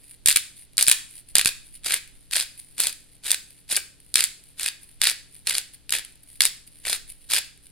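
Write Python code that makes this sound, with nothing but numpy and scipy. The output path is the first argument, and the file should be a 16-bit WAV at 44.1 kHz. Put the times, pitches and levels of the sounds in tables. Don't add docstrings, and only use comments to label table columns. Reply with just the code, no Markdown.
import sys
import numpy as np
from scipy import signal
from scipy.fft import rfft, irfft
from scipy.io import wavfile
from scipy.ndimage import uniform_filter1d, minimum_filter1d

SR = 44100
rng = np.random.default_rng(int(sys.argv[2]) if len(sys.argv) > 2 else 0)


def store_pcm(level_fs):
    pcm = np.round(np.clip(level_fs, -1, 1) * 32767).astype(np.int16)
    wavfile.write(sys.argv[1], SR, np.atleast_2d(pcm).T)


N = 340011

# [start/s, end/s, relative chip level/dB, relative crumb level/dB,
# growth of force over the push/dB, knock below about 1 kHz/dB, hollow near 2 kHz/dB, bite near 5 kHz/dB, hand rumble/dB]
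PUSHES = [(0.264, 0.323, -20, -58, 8, -5, -5, 3.5, -48), (0.779, 0.835, -25, -26, 10, -3.5, 6, -8, -58),
          (0.872, 0.93, -28, -42, -6, -1.5, 5, 3, -62), (1.355, 1.409, -22.5, -30, -44, 4, 5, 1, -58),
          (1.444, 1.494, -20, -32, -4, -0.5, -6, 1, -52),
          (1.84, 1.977, -27.5, -32.5, -2.5, 1.5, 6.5, 0.5, -60),
          (2.315, 2.433, -25.5, -29, -1.5, 0.5, 6, 5, -63),
          (2.778, 2.901, -26, -28.5, -13, 0.5, -2, 1, -58.5), (3.237, 3.344, -31, -31, 1.5, -1, 4, -7, -59),
          (3.689, 3.762, -25, -28, -12, 2.5, 1.5, 1, -64.5),
          (4.151, 4.251, -24.5, -28, -14, -1, 5, -1, -57), (4.582, 4.687, -31, -32, 10, -2.5, 7, 6, -62),
          (5.01, 5.12, -24.5, -27.5, -2, 1.5, 8.5, 6.5, -55.5),
          (5.46, 5.601, -27.5, -32.5, -10, 3, 4, 3, -58.5), (5.912, 5.997, -28, -30, 2.5, 2.5, 8.5, 5, -60),
          (6.408, 6.476, -19, -27.5, -8, -1.5, -3, 4, -51.5),
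          (6.844, 6.966, -28, -31, -11.5, 4, 5.5, -1, -52), (7.292, 7.389, -21.5, -25.5, 4, 2, 5, 3, -56)]
# [f/Hz, relative spectral level/dB]
BODY_SPECTRUM = [(59, -26.5), (100, -20.5), (200, -22), (340, -19), (480, -17), (676, -16.5), (768, -17),
                 (930, -16), (991, -17.5), (1550, -9), (2520, -3.5), (3050, -5.5), (3620, 0), (4870, -1.5),
                 (5900, -8), (9610, 4), (12700, -7.5), (16000, -22.5)]


def amp(db):
    return 10 ** (np.asarray(db) / 20)


def evened(x):
    return x / np.sqrt(np.mean(x ** 2) + 1e-20)


def read(points, hz, axis=1):
    table = np.transpose(points)
    return np.interp(np.log(hz + 1), np.log(table[0] + 1), table[axis])


def add(mix, s, sound):
    part = mix[:, max(round(s * SR), 0):][:, :sound.shape[1]]
    part += sound[:, :part.shape[1]]


def causal(db):
    log_gain = np.log(amp(np.concatenate([db, db[-2:0:-1]])))
    return np.exp(np.conj(signal.hilbert(log_gain)))[:len(db)]


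def coloured(x, spectrum, size=2048):
    ring = irfft(causal(read(spectrum, np.fft.rfftfreq(size, 1 / SR))))
    ring = ring / np.linalg.norm(ring)
    return signal.oaconvolve(x, ring[None], axes=1)[:, :N]


def ports(pair, axis, lag_samples=1):
    # [f/Hz, correlation of near sound, correlation of room sound]
    likeness = [(40, .1, -0.27), (130, 0.13, -0.47), (400, 0.8, 0.38), (2460, 1, 0.58), (4230, 0.8, 0.6),
                (5770, 0.087, -0.1), (9000, 0.87, 0.1), (13900, 0.2, -0.6)]
    left, other = rfft(pair)
    hz = np.fft.rfftfreq(pair.shape[1], 1 / SR)
    same = np.clip(read(likeness, hz, axis=axis), -.7, 1)
    lag = np.exp(-2j * np.pi * hz * lag_samples / SR) if axis == 1 else 1
    right = (same * left + np.sqrt(1 - same ** 2) * other) * lag
    return irfft(np.array([left, right]), pair.shape[1])


def background(air_db=-54.5, waver_rad=0.33, hands_db=0, swell_s=0.11, rumble_hz=70):
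    # [f/Hz, relative spectral level/dB]
    air_spectrum = [(20, 13), (77, 2), (134, -5), (204, -5), (293, -10), (400, -11.5), (1090, -24.5),
                    (2080, -20), (4420, -17.5), (6180, -25.5), (9400, -20.5), (12000, -22.5), (15500, -46)]
    # [t/s, level/dB]
    rumble_drift = [(0, -63), (1.1, -59), (1.8, -53), (3.5, -64), (4.4, -63), (5.1, -58), (5.45, -61),
                    (6.7, -63), (7.1, -50.5), (7.4, -67), (7.7, -55.5)]
    # [f/Hz, rms level/dB]
    hum_tones = [(59.5, -72.5), (121, -69), (162, -73.5), (285, -74)]
    t, hz = np.arange(N) / SR, np.fft.rfftfreq(N, 1 / SR)
    noise = ports(rng.standard_normal((2, N)), axis=2)
    air = evened(irfft(rfft(noise) * amp(read(air_spectrum, hz)), N))
    low = irfft(rfft(air) * np.exp(-(hz / rumble_hz) ** 2), N)

    hands = np.zeros(N)
    for start, end, *_, rumble_db in PUSHES:
        middle = (start + end) / 2
        hands += amp(rumble_db) / (1 + ((t - middle) / swell_s) ** 2) ** 2
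    rumble = evened(low) * (amp(np.interp(t, *np.transpose(rumble_drift))) + amp(hands_db) * hands)

    hum = np.zeros(N)
    for (f, db), knots in zip(hum_tones, rng.standard_normal((len(hum_tones), 40))):
        drift = np.interp(t, np.linspace(0, t[-1], len(knots)), knots)
        hum += amp(db) * np.sqrt(2) * np.sin(2 * np.pi * f * t + waver_rad * drift)
    return amp(air_db) * (air - low) + rumble + hum


def room_tail(build_s=0.001, size=256):
    # [f/Hz, t60/s, relative level/dB]
    decay_bands = [(150, 0.98, 3), (600, 0.46, -3.5), (1720, 0.39, 5), (3900, 0.38, 3), (7340, .39, 3.5),
                   (9500, 0.47, -6), (12800, 0.31, 1), (15400, 0.3, 13.5)]
    hz, t, z = signal.stft(ports(rng.standard_normal((2, SR)), axis=2), SR, nperseg=size)
    z = z * amp(read(decay_bands, hz, axis=2)[:, None] - 60 * t / read(decay_bands, hz)[:, None])
    build = 1 - np.exp(-np.arange(SR) / SR / build_s)
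    tail = signal.istft(z, SR, nperseg=size)[1][:, :SR] * build
    return tail / np.linalg.norm(tail[0])


def kitchen(x, tail_db=-8, echo_db=0, count=3, step_s=.013):
    # [delay/s, level/dB]
    reflections = [(.0021, -21), (.0066, -24), (.0101, -23), (0.0125, -19.5), (.0165, -18.5),
                   (.0185, -26.5), (.0319, -24)]
    echoes = np.zeros((2, SR // 20))
    for (s, db), skew in zip(reflections, rng.integers(-3, 4, len(reflections))):
        delay = round(s * SR)
        echoes[[0, 1], [delay, delay + skew]] += amp(db + echo_db)
    out = signal.fftconvolve(x[:1], echoes, axes=1)[:, :N]

    position = np.arange(N) / SR / step_s
    for k in range(count):
        share = np.sqrt(np.maximum(1 - abs((position - k) % count - 1), 0))
        for side in x:
            out += amp(tail_db) * signal.fftconvolve((side * share)[None], room_tail(), axes=1)[:, :N]
    return out


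def snap(burst, decay_s, spectrum_db, size=57):
    t = np.arange(burst.shape[1]) / SR
    z = rfft(burst * np.exp(-t / max(decay_s, 1e-4)))
    swings_db = 10 * np.log10(uniform_filter1d(abs(z) ** 2, size, axis=1) + 1e-12)
    sound = irfft(z * [causal(spectrum_db - swing_db) for swing_db in swings_db])
    return sound / np.linalg.norm(sound, axis=1, keepdims=True)


def grains(per_s, spread_db, decay_s, size=512):
    sizes = amp(spread_db * np.minimum(rng.exponential(1, N), 3))
    sizes = sizes * (rng.random(N) < per_s / SR)
    decay = np.exp(-2 * np.arange(size) / SR / decay_s)
    power = signal.oaconvolve(sizes ** 2, decay)[:N]
    return evened(np.sqrt(abs(power)) * rng.standard_normal((2, N)))


def loose_corns(gain_db=-4, rest_db=-64, slide_db=-9, slide_hz=9700, slide_octaves=0.12,
                tick_db=7, tick_decay_s=0.0011, size=2048):
    # [t at the fastest/s, relative level/dB, Gaussian half-length/s]
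    slide_rows = [(0.064, -51, 0.049), (0.121, -44, 0.018), (0.602, -43, 0.026), (1.115, -45, 0.015),
                  (1.173, -38.5, 0.021), (1.304, -45.5, 0.016), (1.67, -49, .025), (1.751, -38, 0.015),
                  (2.17, -57.5, .07), (2.592, -34.5, 0.0074), (2.662, -52.5, 0.18), (3.034, -62, 0.037),
                  (3.14, -54, 0.019), (3.505, -51, .02), (3.584, -52.5, 0.025), (4.086, -57.5, 0.04),
                  (4.473, -56.5, 0.058), (4.833, -46, 0.0087), (4.892, -52.5, 0.05), (5.361, -48, 0.031),
                  (5.742, -40.5, 0.007), (6.109, -57, .025), (6.234, -44, 0.004), (6.33, -48, 0.043),
                  (6.676, -41.5, 0.0054), (6.782, -52.5, 0.052), (7.102, -38, 0.014), (7.24, -54, 0.069),
                  (7.66, -50.5, 0.023)]
    # [t/s, relative level/dB]
    tick_rows = [(0.237, -49), (0.5666, -32), (0.593, -31), (0.7334, -34), (1.1103, -29), (1.1447, -41),
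                 (1.2882, -27), (2.076, -30), (2.5876, -42), (2.6867, -38), (2.9274, -17), (3.5066, -29),
                 (4.002, -31), (4.4387, -30.5), (4.832, -38), (5.3524, -26), (5.736, -32), (6.0488, -18),
                 (6.156, -34), (6.2336, -54), (6.301, -28.5), (7.106, -26), (7.576, -36), (7.668, -28.5)]
    # [f/Hz, relative spectral level/dB]
    rustle_spectrum = [(350, -40), (600, -29), (906, -25), (1100, -35), (2070, -11), (3680, -12),
                       (4460, -8.5), (6200, -20), (8160, -9.5), (9620, 5), (10500, -3), (11300, -6.5),
                       (13400, -11), (15400, -24.5), (16000, -20.5)]
    t, hz = np.arange(N) / SR, np.fft.rfftfreq(N, 1 / SR)
    motion = np.full(N, amp(rest_db))
    for s, db, half_s in slide_rows:
        motion += amp(db) * np.exp(-.5 * np.minimum(((t - s) / half_s) ** 2, 40))
    shower = grains(per_s=500, spread_db=3.8, decay_s=.0011)
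    out = amp(gain_db) * coloured(shower * motion, rustle_spectrum)

    resonance = 1 / (1 + (np.log2((hz + 1) / slide_hz) / slide_octaves) ** 2)
    whisper = evened(irfft(rfft(rng.standard_normal((2, N))) * resonance, N))
    out += amp(slide_db) * motion * whisper

    rustle_db = read(rustle_spectrum, np.fft.rfftfreq(size, 1 / SR))
    for (s, db), burst in zip(tick_rows, rng.standard_normal((len(tick_rows), 2, size))):
        add(out, s, amp(db + tick_db) * snap(burst, tick_decay_s, rustle_db))
    return out


def turning(t, start, end, rise_s=0.024, fall_s=0.028, linger_s=0.013):
    return np.clip(np.minimum((t - start) / rise_s, (end + linger_s - t) / fall_s), 0, 1)


def crumbs(gain_db=0.5, slack_db=-48, slack_s=0.014):
    t = np.arange(N) / SR
    milling = np.zeros(N)
    for start, end, _, crumb_db, *_ in PUSHES:
        milling += amp(crumb_db) * turning(t, start, end)
        milling += amp(slack_db) * np.maximum(1 - abs(t - start) / slack_s, 0)
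    shower = grains(per_s=900, spread_db=3.5, decay_s=.0007)
    return amp(gain_db) * coloured(shower * milling, BODY_SPECTRUM)


def jolts(gain_db=0, push_s=0.00097, right_db=1, size=2048):
    # [t/s, relative level/dB]
    jolt_rows = [(0.259, -39), (0.284, -37), (0.36, -43), (0.778, -40), (0.881, -29.5), (0.913, -42),
                 (1.353, -31), (1.379, -54), (1.457, -28.5)]
    out, u = np.zeros((2, N)), np.arange(size) / SR / push_s
    pulse = u * (2 - u) * np.exp(1 - u)
    for s, db in jolt_rows:
        add(out, s, amp([[db + gain_db], [db + gain_db + right_db]]) * pulse)
    return out


def fracture(db, decay_s, colour_db, burst, knock_hz=1100, hollow_hz=2150, bite_hz=4900,
             hollow_octaves=0.62, bite_octaves=0.24, usual_s=0.002, usual_db=-11.5,
             knock_db_per_doubling=5, knock_db_per_db=-0.13):
    hz = np.fft.rfftfreq(burst.shape[1], 1 / SR)
    knock = 1 / (1 + (hz / knock_hz) ** 4)
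    hollow = np.exp(-.5 * (np.log2((hz + 1) / hollow_hz) / hollow_octaves) ** 2)
    bite = np.exp(-.5 * (np.log2((hz + 1) / bite_hz) / bite_octaves) ** 2)
    knock_db, hollow_db, bite_db = colour_db
    slowness_db = knock_db_per_doubling * np.log2(abs(decay_s / usual_s) + 1e-9)
    knock_db = knock_db + slowness_db + knock_db_per_db * (db - usual_db)
    spectrum_db = read(BODY_SPECTRUM, hz) + knock_db * knock + hollow_db * hollow + bite_db * bite
    return amp(db) * snap(burst, decay_s, spectrum_db)


def chips(gain_db=21, spread_db=2.5, decay_s=0.002, decay_octaves=.7, teeth_per_s=120, count=18, size=1024):
    # [knock/dB, hollow/dB, bite/dB]
    scatter_db = [3.0, 3.5, 3.5]
    out = np.zeros((2, N))
    for start, end, chip_db, _, growth_db, *colour_db, _ in PUSHES:
        times = start + (np.arange(count) + rng.random(count)) / teeth_per_s
        chance = np.clip(rng.standard_normal((count, 5)), -2, 2)
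        bursts = rng.standard_normal((count, 2, size))
        for s, (strength, slow, *own), burst in zip(times[times < end], chance, bursts):
            progress = (s - start) / (end - start)
            db = chip_db + growth_db * (progress - .5) + spread_db * strength
            chip_s = decay_s * 2 ** (decay_octaves * slow)
            chip = fracture(db, chip_s, np.multiply(scatter_db, own) + colour_db, burst)
            add(out, s, amp(gain_db) * turning(s, start, end) * chip)
    return out


def cracks(gain_db=21, size=2048):
    # [t/s, relative level/dB, fracture decay/s, hollow near 2 kHz/dB, bite near 5 kHz/dB]
    crack_rows = [(0.2597, -1.5, 0.00052, -3.5, -7.5), (0.274, -11.5, 0.0012, -3, 1),
                  (0.2849, -6, 0.0021, -2, -7.5), (0.2923, -14.5, 0.0007, 2.5, -5),
                  (0.2984, -10, 0.00036, -6.5, -18), (0.3052, -16, 0.0011, 10.5, 4),
                  (0.3123, -15, 0.0012, 2.5, -2.5), (0.3264, -18, 0.00065, 0, 1),
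                  (0.3597, -11.5, 0.0013, 0, -8.5), (0.362, -8, 0.002, 1, 1),
                  (0.371, -10.5, 0.00089, -1, -8.5), (0.77, -26.5, .0013, -21, 3.5),
                  (0.78, -8, 0.0013, 0.5, 7.5), (0.7886, -16, 0.0049, 5, -12.5),
                  (0.8106, -14, 0.00075, -0.5, 2), (0.8261, -7.5, 0.0018, -16, 0),
                  (0.8675, -17.5, .0006, 0, 5.5), (0.8763, -11.5, 0.00052, -14, 7.5),
                  (0.8819, -3, 0.0011, -1, -18.5), (0.8906, -14.5, 0.0007, 0, -1.5),
                  (0.8977, -9.5, 0.001, -5, -2.5), (0.914, -3, 0.0018, 1, -1.5),
                  (0.9242, -15, .0009, -3, 1.5), (1.354, -6, 0.0015, -5, 0), (1.383, -7.5, 0.00085, -6, 1),
                  (1.3938, -12.5, 0.0023, 8.5, -2), (1.413, -16, 0.0012, 9, 3),
                  (1.4483, -18.5, 0.00056, -5.5, 3), (1.4579, -8.5, 0.0015, 4, -3),
                  (1.4735, -14, 0.0006, 0.5, -3), (1.846, -29, 0.00084, -2.5, -1.5),
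                  (1.861, -18.5, 0.006, 1.5, 3), (1.907, -18.5, 0.0032, 10, 0.5),
                  (1.9219, -16, 0.00063, 2.5, -1), (1.938, -17, 0.0015, 15.5, -4),
                  (1.9421, -14, 0.00053, -1, -11.5), (2.311, -30, 0.0013, 2, 5),
                  (2.3298, -22, 0.0031, 13.5, 9), (2.3353, -18, 0.0011, 1.5, -1),
                  (2.357, -17, 0.0028, 6, 6), (2.3641, -15, 0.0034, -5, -17),
                  (2.3691, -16.5, 0.00068, 6.5, 2.5), (2.395, -22, .0016, 9, -0.5),
                  (2.3999, -17, 0.00047, -2, 0), (2.7811, -26.5, 0.0017, 0, -7),
                  (2.8026, -8, 0.00031, -9, -19), (2.8374, -23, 0.00098, -2.5, 16),
                  (2.855, -25, .002, 11, 1), (2.8703, -15.5, 0.00053, -6, -3), (3.3055, -16, 0.00066, 3, 1),
                  (3.3089, -18, 0.00087, -10, 1), (3.316, -8.5, 0.00058, -9, -3),
                  (3.3441, -19, 0.0016, 6, 3), (3.7164, -24, 0.0012, -9, 6), (3.725, -18, 0.0032, -4.5, -9),
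                  (3.757, -22, .0005, 2, 27), (3.7649, -16, 0.00054, -19, 8.5),
                  (3.768, -12, .0003, -10, -10), (3.7719, -18, 0.0041, 8.5, -16.5),
                  (4.142, -17, 0.00034, -7, 4.5), (4.156, -3.5, 0.0013, 1, 4),
                  (4.1917, -18, 0.0048, 13.5, 5.5), (4.2064, -12.5, 0.0013, 2, 1),
                  (4.24, -10.5, 0.00039, -4.5, -4), (4.5963, -23.5, .0012, 3, -9),
                  (4.632, -22, 0.0012, -2.5, 1), (4.661, -16.5, 0.0025, 7.5, -5.5),
                  (4.6808, -23.5, 0.00018, 8, -6), (4.6861, -20.5, 0.00074, 4, 4),
                  (5.0161, -11, 0.0017, 3.5, 4), (5.0363, -15, 0.00082, 4, -5),
                  (5.042, -13, 0.00027, -3.5, 3), (5.0537, -17, 0.0017, 10, 3), (5.068, -16, 0.0037, 11, 6),
                  (5.0715, -13, 0.0014, 6, 5.5), (5.0985, -15, 0.00025, 0, 2), (5.471, -19, 0.00057, 1, 5),
                  (5.4737, -17.5, 0.00079, 4, 0), (5.4961, -16, 0.0012, -6, 2),
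                  (5.508, -18, 0.0021, 12, -2), (5.552, -18.5, 0.0011, 7, 7),
                  (5.5825, -14.5, 0.00019, -0.5, -2), (5.894, -25.5, 0.00058, 7, 2),
                  (5.9058, -22, 0.0012, -17, -2), (5.9237, -12.5, 0.0015, 3, -2),
                  (5.9365, -17.5, 0.002, 7, -4), (5.9507, -17.5, 0.0022, 7, -2),
                  (6.4061, -6.5, 0.0017, 7.5, 1.5), (6.4194, -11.5, 0.00066, -20, 7),
                  (6.4528, -9.5, 0.0019, -3.5, -5), (6.8526, -26, .003, 11, -4),
                  (6.87, -24.5, 0.0059, 5, -16), (6.8972, -21, 0.006, -5, 8), (6.929, -15, 0.002, 1, 2),
                  (7.318, -27, 0.003, 6, 10), (7.336, -14, 0.0023, 4, -3), (7.3455, -18.5, .0024, -2.5, 8),
                  (7.3613, -23, .0016, 10.5, 12.5), (7.3645, -17, 0.00066, 6.5, -6),
                  (7.373, -31, 0.0023, 14.5, 3), (7.386, -19, .0005, -9.5, -12)]
    out = np.zeros((2, N))
    starts, ends, _, _, _, knocks_db, *_ = np.transpose(PUSHES)
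    bursts = rng.standard_normal((len(crack_rows), 2, size))
    for (s, db, decay_s, hollow_db, bite_db), burst in zip(crack_rows, bursts):
        knock_db = knocks_db[np.argmin(abs((starts + ends) / 2 - s))]
        crack = fracture(db, decay_s, (knock_db, hollow_db, bite_db), burst)
        add(out, s, amp(gain_db) * crack)
    return out


def bottle(x, size=4096):
    # [f/Hz, level/dB, t60/s]
    mode_rows = [(313, -35.5, 0.037), (1624, -26, 0.023), (2530, -36.5, 0.04), (4760, -32.5, 0.02),
                 (8900, -45, .03)]
    t, ring = np.arange(size) / SR, np.zeros(size)
    for hz, db, t60_s in mode_rows:
        mode = amp(-60 * t / t60_s) * np.cos(2 * np.pi * hz * t)
        ring += amp(db) * mode / np.linalg.norm(mode)
    return x + signal.oaconvolve(x, ring[None], axes=1)[:, :N]


def scene():
    grinder = bottle(cracks() + chips() + crumbs() + loose_corns())
    return ports(grinder, axis=1) + jolts() + kitchen(grinder) + background()


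def record(dry, ceiling=1.44, size=31, edge_hz=16000):
    allowed = np.minimum(1, ceiling / (abs(dry).max(0) + 1e-9))
    gain = uniform_filter1d(minimum_filter1d(allowed, size), size)
    held = np.clip(dry * gain, -1, 1)
    low_pass = signal.firwin(255, edge_hz, window=("kaiser", 8), fs=SR)
    return signal.oaconvolve(held, low_pass[None], "same")


dry = scene()
out = record(dry)
store_pcm(out)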